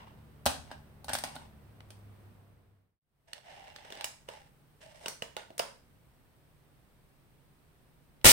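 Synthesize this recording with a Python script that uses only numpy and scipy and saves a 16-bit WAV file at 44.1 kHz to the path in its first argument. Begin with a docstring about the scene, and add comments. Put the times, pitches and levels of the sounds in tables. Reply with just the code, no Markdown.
"""Spring rifle shatters a lamp

A chipped ceramic lamp is handled up close, with knocks, clicks and rubs over a faint engine-like hum. The scene
fades out and changes to a bare room, which fades in. A spring rifle's bolt slides back, is pushed home and
locked. Then spring and piston slam, the muzzle pops and the pellet shatters the side of the lamp."""
import sys
import numpy as np
from scipy import signal
from scipy.fft import rfft, irfft, next_fast_len
from scipy.io import wavfile
from scipy.ndimage import map_coordinates

SR = 44100
rng = np.random.default_rng(int(sys.argv[2]) if len(sys.argv) > 2 else 0)


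def master_out(mix):
    """Clip the mix to full scale and print it as 16-bit PCM to the path in sys.argv[1]."""
    frames = np.transpose(np.atleast_2d(mix))
    ceiling = np.clip(frames, -1, 1)
    pcm = np.round(ceiling * 32767).astype(np.int16)
    wavfile.write(sys.argv[1], SR, pcm)


N = 366894


def amp(db):
    """Decibels to gain."""
    return 10 ** (np.asarray(db) / 20)


def unit(x):
    """x at rms 1."""
    return x / np.sqrt(np.mean(x ** 2) + 1e-20)


def along(points, hz):
    """Read a curve of (Hz, value) points on a log frequency axis."""
    freqs, values = np.transpose(points)
    return np.interp(np.log(hz + 1), np.log(freqs + 1), values)


def wobble(rate):
    """A smooth random curve, rate knots a second."""
    return map_coordinates(rng.standard_normal(int(N * rate / SR) + 4), [np.arange(N) * rate / SR])


def decay(t, t60):
    """An envelope that falls 60 dB in t60 seconds."""
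    return np.exp(-np.log(1000) * t / np.maximum(t60, 1e-4))


def filtered(x, response):
    """x times a frequency response."""
    n = x.shape[-1]
    size = next_fast_len(n + SR // 4)
    return irfft(rfft(x, size) * response(np.fft.rfftfreq(size, 1 / SR)), size)[..., :n]


def eq(x, gain_db, size=2048):
    """x through a minimum-phase filter with the given dB at each frequency."""
    cepstrum = irfft(np.log(amp(gain_db(np.fft.rfftfreq(size, 1 / SR)))))
    cepstrum[1:size // 2] *= 2
    cepstrum[size // 2 + 1:] = 0
    impulse = irfft(np.exp(rfft(cepstrum)))
    return signal.fftconvolve(np.atleast_2d(x), impulse[None], axes=1)[:, :x.shape[-1]]


def add(track, start_s, sound):
    """Lay a sound into the track."""
    part = track[:, round(start_s * SR):][:, :sound.shape[-1]]
    part += sound[..., :part.shape[-1]]


# tone of each microphone port: (frequency [Hz], gain [dB])
LEFT_EQ = [(1000, 0.5), (3500, 0.5), (5800, -2), (7200, -1), (8300, 9.5), (9700, 4), (11500, 2.5)]
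RIGHT_EQ = [(1000, 1.5), (5600, 2.5), (7500, 0), (12000, 0.5), (15000, 6)]

def ports(x, notch_db, notch_hz=8200, width_hz=900):
    """The left port resonates; the right has a notch whose depth goes with the source's direction."""
    notch = lambda hz: notch_db / (1 + ((hz - notch_hz) / width_hz) ** 2)
    left = eq(x[0], lambda hz: along(LEFT_EQ, hz))
    right = eq(x[1], lambda hz: along(RIGHT_EQ, hz) - notch(hz))
    return np.vstack([left, right])


# reverb time of the bare room: (frequency [Hz], t60 [s])
ROOM_DECAY = [(100, 0.84), (500, 0.31), (1500, 0.38), (9000, 0.38), (15000, 0.22)]

def room(x, wet_db, early_db, early_t60):
    """x with early reflections from things nearby and the tail of the bare room."""
    hz, frame_s, bands = signal.stft(rng.standard_normal((2, x.shape[-1])), SR, nperseg=256)
    tail = signal.istft(bands * decay(frame_s, along(ROOM_DECAY, hz)[:, None]), SR, nperseg=256)[1]
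    t = np.arange(tail.shape[-1]) / SR
    tail = tail * (1 - np.exp(-t / 0.0021))
    early = rng.standard_normal(tail.shape) * decay(t, early_t60) * (t > .001)
    # long waves pass round nearby things and are hardly scattered
    early = filtered(early / np.linalg.norm(early[0]), lambda hz: hz ** 2 / (hz ** 2 + 900 ** 2))
    tail = filtered(tail / np.linalg.norm(tail[0]), lambda hz: hz / (hz + 150))
    reverb = amp(wet_db) * tail + amp(early_db) * early
    return x + signal.fftconvolve(x, reverb, axes=1)[:, :x.shape[-1]]


# room tone by the lamp and in the wide room: (frequency [Hz], level [dB])
CLOSE_TONE = [(12, -52.5), (20, -14), (107, -7.5), (248, -15.5), (1090, -25.5), (2140, -32), (7110, -45.5),
              (14700, -42.5)]
WIDE_TONE = [(15, -12), (40, -2), (115, -5), (142, 2), (175, -8), (300, -12.5), (2000, -24), (6500, -34.5),
             (16000, -33.5)]
# how alike left and right are: (frequency [Hz], correlation [0-1])
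TONE_CORRELATION = [(40, 0.7), (600, 0.46), (2000, 0)]

def room_tone(spectrum, level_db):
    """A steady bed: rumble much alike in both ears, under fully wide hiss."""
    def mid_side_gains(hz):
        angle = np.arccos(np.clip(along(TONE_CORRELATION, hz), -1, 1)) / 2
        return amp(along(spectrum, hz)) * [np.cos(angle), np.sin(angle)]
    mid, side = filtered(rng.standard_normal((2, N)), mid_side_gains)
    return amp(level_db) * unit(np.array([mid + side, mid - side]))


# low resonances of the room: (frequency [Hz], width [Hz], level [dB])
ROOM_MODES = [(73.2, 4, -61.5), (101.6, 5.1, -57), (149.3, 5.8, -58.5), (218, 16, -67)]

def hum(idle_hz=36.35, sag_hz=3.5, sag_start_s=1.45, sag_time_s=0.51):
    """A hum like an engine idling outside; as it slows, its harmonics slide through the room's modes."""
    slowing_s = np.maximum(np.arange(N) / SR - sag_start_s, 0)
    pitch = idle_hz - sag_hz * (1 - np.exp(-slowing_s / sag_time_s))
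    phase = 2 * np.pi * np.cumsum(pitch * (1 + 0.0045 * wobble(9.4))) / SR
    track = np.zeros(N)
    for k in range(2, 7):
        power = sum(amp(db) ** 2 / (1 + (2 * (k * pitch - hz) / width) ** 2)
                    for hz, width, db in ROOM_MODES)
        waver = amp(1.6 * wobble(12))
        track += np.sqrt(2 * power) * waver * np.sin(k * phase + 2 * np.pi * rng.random())
    return track


def ring(modes, t, scatter_db, detune=.03):
    """A struck body, peak 1: each blow lands on another spot, varying the modes' level and pitch."""
    wave = np.zeros(len(t))
    for k, (hz, width, db) in enumerate(modes):
        envelope = amp(db + scatter_db * rng.normal()) * width * np.exp(-np.pi * width * t)
        pitch = hz * (1 + detune * rng.normal())
        wave += (-1) ** k * envelope * np.sin(2 * np.pi * pitch * t)
    # little radiates below the lowest mode
    wave = signal.lfilter(*signal.butter(2, modes[0][0] * 2 / 3, "highpass", fs=SR), wave)
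    return wave / np.abs(wave).max()


def hardness(hz, treble_db):
    """A high shelf in dB: harder contacts are brighter."""
    return along([(3200, 0), (9000, treble_db)], hz)


def contacts(cues, body, spectrum, crack_db, crack_t60, rise_s, bright_db, early_db):
    """Each contact is a short crack and a knock of the body, answered by the room."""
    track, t = np.zeros((2, N)), np.arange(SR // 2) / SR
    for start, db, knock_db, treble_db, *_ in cues:
        burst = rng.standard_normal((2, len(t))) * decay(t, crack_t60) * (1 - np.exp(-t / rise_s))
        crack = eq(burst, lambda hz: along(spectrum, hz) + hardness(hz, treble_db + bright_db))
        hit = amp(crack_db) * crack + amp(knock_db + 9.5) * ring(body, t, scatter_db=3.5)
        send_db = -.45 * max(-16.5 - knock_db, 0)  # a click with little knock hardly stirs the room
        hit = room(hit, wet_db=send_db - 3, early_db=send_db + early_db, early_t60=0.049)
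        add(track, start, amp(db) * hit)
    return track


def stroke(start, length, db, swell_db):
    """Envelope of one stroke: it gathers speed, swells or eases, and dies away with the room."""
    t = np.maximum(np.arange(N) / SR - start, 0)
    attack = np.minimum(t / (0.17 * length), 1)
    release = decay(np.maximum(t - length, 0), t60=0.36)
    return attack * amp(db + swell_db * np.minimum(t / length, 1)) * release


# resonances that scraping excites: (frequency [Hz], width [Hz], level [dB])
SCRAPE_MODES = [(644, 64, 2.5), (850, 160, -1), (1830, 850, -6), (2730, 150, -7), (5000, 200, -17.5)]

def friction(cues, rough_db, grain_rate, snag_rate, scrape_db, ring_db, ring_width_hz, rise_hz_per_s):
    """Surfaces catch and slip in grains and snag on burrs, exciting set modes and one that can glide."""
    grains = unit(rng.standard_normal((2, N)) * amp(rough_db * wobble(grain_rate) + 2.3 * wobble(25)))
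    snags = (rng.random(N) < snag_rate / SR) * rng.standard_normal((2, N))
    slips = grains + amp(-10) * unit(snags)
    scrape = sum(amp(db) * signal.lfilter(*signal.iirpeak(hz, hz / width, fs=SR), slips)
                 for hz, width, db in SCRAPE_MODES)
    band = signal.butter(2, [SCRAPE_MODES[0][0] / 2, 9500], "bandpass", fs=SR)
    scrape = amp(scrape_db) * unit(signal.lfilter(*band, scrape))
    flutter = amp(ring_db) * unit(signal.lfilter(*signal.butter(2, ring_width_hz / 2, fs=SR), slips))
    track = np.zeros((2, N))
    for start, length, db, swell_db, ring_hz, treble_db in cues:
        pitch = ring_hz + rise_hz_per_s * np.clip(np.arange(N) / SR - start, 0, length)
        ringing = np.sqrt(2) * flutter * np.sin(2 * np.pi * np.cumsum(pitch) / SR)
        rasp = eq(scrape, lambda hz: hardness(hz, treble_db))
        track += stroke(start, length, db, swell_db) * (rasp + ringing)
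    return track


def from_right(x, shade_db, lag_s):
    """A source on the right reaches the left port later and weaker."""
    late_left = filtered(x[0], lambda hz: np.exp(-2j * np.pi * hz * lag_s))
    return np.array([amp(shade_db) * late_left, x[1]])


# knocks beside the lamp: (time [s], level [dB], knock trim [dB], treble trim [dB])
KNOCK_CUES = [(.4565, -28.5, -13, 4), (.4614, -15.5, -10, -7), (.4665, -14.5, -17.5, -17.5),
              (.474, -24, -14, -8.5), (.7141, -39.5, -3, -13.5), (1.0438, -44, -7.5, 1.5),
              (1.0826, -29.5, -14.5, -17), (1.0935, -29.5, -12, -9), (1.1005, -34, -5.5, -18.5),
              (1.1329, -21, -15.5, -5), (1.143, -26.5, -20.5, -7.5), (1.1515, -21.5, -18, -9.5),
              (1.1864, -29.5, -21, -4), (1.2377, -22, -14.5, -9), (1.244, -37, -12, -7.5),
              (1.3548, -40.5, -11, -3), (1.363, -34.5, -10, -26), (1.8048, -40.5, -33, -22),
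              (1.9043, -41.5, -17, -8)]
# their body: (frequency [Hz], width [Hz], level [dB])
KNOCK_MODES = [(78, 14, 8.5), (248, 28, 0.5), (584, 92, 2), (826, 100, 4.5), (1510, 65, -1.5),
               (2920, 25, -8.5), (3980, 250, -16)]
# their sharp attack: (frequency [Hz], gain [dB])
KNOCK_EQ = [(300, -21.5), (900, 2), (1500, 3), (2100, -0.5), (4300, 1.5), (10000, -7), (15000, -15.5)]
# rubs of hand and cord: (time [s], length [s], level [dB], swell [dB], resonance [Hz], treble [dB])
RUB_CUES = [(-.03, 0.13, -53, -7, 978, -6.5), (.665, 0.062, -58.5, 2.5, 807, -1),
            (1.085, 0.046, -41.5, -7, 1607, 2.5), (1.2, 0.22, -53.5, -9.5, 902, 4)]

def handling():
    """Close-up knocks, and the light rubbing of hand and cord."""
    knocks = contacts(KNOCK_CUES, KNOCK_MODES, KNOCK_EQ, crack_db=5.5, crack_t60=0.011,
                      rise_s=0.00074, bright_db=10.5, early_db=-3.5)
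    rubbing = friction(RUB_CUES, rough_db=2.5, grain_rate=110, snag_rate=140, scrape_db=-1.5,
                       ring_db=0, ring_width_hz=300, rise_hz_per_s=0)
    return ports(knocks + rubbing, notch_db=15.5)


# bolt and trigger clicks: (time [s], level [dB], knock trim [dB], treble trim [dB], ping trim [dB])
CLICK_CUES = [(3.332, -28.5, -33, -12.5, -13.5), (3.7612, -30, -24, -21.5, -37),
              (3.849, -42.5, -12, -20, -20), (3.903, -38.5, -13, -17, -16),
              (3.9226, -28, -22.5, -19.5, -24), (3.9518, -36, -20, -19, -22), (3.973, -39, -13, -20, -24),
              (4.0094, -25.5, -26, -19.5, -21), (4.0432, -24.5, -17.5, -4.5, -9.5),
              (4.2872, -39, -2.5, -9.5, -6), (5.0593, -25.5, -14, -17.5, -11),
              (5.0819, -28, -16.5, -3.5, -17), (5.222, -27.5, -13, -14.5, -5),
              (5.366, -25, -14, -19.5, -15), (5.504, -47.5, -3.5, -20, -15), (5.5796, -34, -20, 0, -37),
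              (5.593, -22, -19.5, -7, -27), (5.5964, -23.5, -6, -17, -16.5), (8.2133, -50, -19, -26, -14)]
# the rifle's body: (frequency [Hz], width [Hz], level [dB])
RIFLE_MODES = [(192, 145, -11), (367, 115, -4), (519, 123, 0.5), (654, 80, 1.5), (907, 106, 0),
               (1570, 1230, -12)]
# the clicks' sharp attack: (frequency [Hz], gain [dB])
CLICK_EQ = [(200, -23), (600, -3), (1800, 5.5), (3500, 5), (6000, 2), (9500, -3.5), (12500, -14),
            (15000, -10)]
# bolt strokes: (time [s], length [s], level [dB], swell [dB], resonance [Hz], treble [dB])
SLIDE_CUES = [(3.27, 0.094, -64.5, 8.5, 620, 4), (3.42, 0.46, -53.5, -3, 725, -1.5),
              (3.89, 0.17, -54, 3, 786, -3), (4.275, 0.13, -50, -9.5, 803, 3.5),
              (4.803, 0.083, -52.5, -7, 604, 5.5), (4.94, 0.15, -57.5, -3, 600, 8),
              (5.366, 0.057, -48.5, -6, 1450, -12)]

def bolt():
    """The bolt slides back against the spring, catches, slides home and locks; its cylinder pings."""
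    clicks = contacts(CLICK_CUES, RIFLE_MODES, CLICK_EQ, crack_db=3.5, crack_t60=0.0098,
                      rise_s=0.001, bright_db=14.5, early_db=-6.5)
    t = np.arange(SR // 3) / SR
    ping = np.array([np.sin(2 * np.pi * 2900 * t) * decay(t, 0.02)] * 2)
    for start, db, *_, ping_db in CLICK_CUES:
        wet_ping = room(ping, wet_db=-12.5, early_db=-26, early_t60=.04)
        add(clicks, start, amp(db + ping_db + 6.5) * wet_ping)
    sliding = friction(SLIDE_CUES, rough_db=2, grain_rate=320, snag_rate=60, scrape_db=-0.5,
                       ring_db=-4, ring_width_hz=107, rise_hz_per_s=250)
    return ports(from_right(clicks + sliding, shade_db=-1.5, lag_s=0.000398), notch_db=10.5)


# partials of the ceramic shell: (frequency [Hz])
LAMP_PARTIALS = [2920, 3070, 5660, 7030, 8245, 9040, 9460]

def shatter(t, ticks_per_s=5000):
    """The shell rings while the spreading fracture and colliding splinters spray bright ticks."""
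    shell = sum(np.sin(2 * np.pi * (hz * t + rng.random((2, 1)))) for hz in LAMP_PARTIALS)
    shell = amp(-22) * unit(shell) * (1 - np.exp(-t / 0.00081)) * decay(t, 0.35)
    ticks = (rng.random((2, len(t))) < ticks_per_s / SR) * rng.standard_normal((2, len(t)))
    spray = eq(ticks, lambda hz: along([(500, -2.5), (2500, 2.5), (6000, 4.5), (15000, -3)], hz))
    return shell + amp(-12.5) * unit(spray) * (1 - np.exp(-t / 0.01)) * decay(t, 1.5)


# sear, spring, piston, muzzle, pellet on the lamp: (time [s], blast [dB], blast t60 [s], thump [dB])
SHOT_CUES = [(8.243, -27, 0.064, -50), (8.2455, -14.5, 0.047, -20.5), (8.2536, -11.5, 0.19, -14.5),
             (8.264, -13, 0.13, -20.5), (8.272, -21, 0.38, -52)]
# tone of the noise blasts: (frequency [Hz], gain [dB])
BLAST_EQ = [(100, -1.5), (450, 3), (1200, -0.5), (2700, 2), (5000, -1), (8500, 0), (12000, -6),
            (15500, -8.5)]
# the weight under them: (frequency [Hz], width [Hz], level [dB])
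THUMP_MODES = [(39.6, 64, 15), (114, 60, 7.5), (534, 60, 6.5), (910, 54, -8)]

def shot():
    """Spring and piston slam, the muzzle pops, and the pellet breaks the lamp."""
    track, t = np.zeros((2, N)), np.arange(SR // 4) / SR
    for start, blast_db, t60, thump_db in SHOT_CUES:
        blast = unit(eq(rng.standard_normal((2, len(t))), lambda hz: along(BLAST_EQ, hz)))
        add(track, start, amp(blast_db) * blast * decay(t, t60))
        thump = -np.array([ring(THUMP_MODES, t, scatter_db=1)] * 2)
        add(track, start, amp(thump_db) * room(thump, wet_db=-2, early_db=2, early_t60=0.051))
    impact_s = SHOT_CUES[-1][0]
    add(track, impact_s, shatter(t))
    return ports(track, notch_db=1.5)


def fader(position):
    """Gain of a fader that travels from 0 (silent) to 1 (open)."""
    return np.clip(position, 0, 1) ** 1.28


def scene():
    """Handling, bolt and shot over two beds: the close one fades out, the wide one fades in."""
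    t = np.arange(N) / SR
    close_bed = hum() + ports(room_tone(CLOSE_TONE, level_db=-59.5), notch_db=2.5)
    wide_bed = ports(room_tone(WIDE_TONE, level_db=-64.5), notch_db=4.5)
    ambience = fader((3.006 - t) / 0.75) * close_bed + fader((t - 2.99) / 0.64) * wide_bed
    return ambience + handling() + bolt() + shot()


def record(dry):
    """A soft clip rounds the highest peaks, then a steep low-pass trims the top."""
    ceiling, cutoff_hz = .9, 15900
    rounded = dry / (1 + np.abs(dry / ceiling) ** 4) ** (1 / 4)
    return filtered(rounded, lambda hz: 1 / (1 + (hz / cutoff_hz) ** 160))


dry = scene()
out = record(dry)
master_out(out)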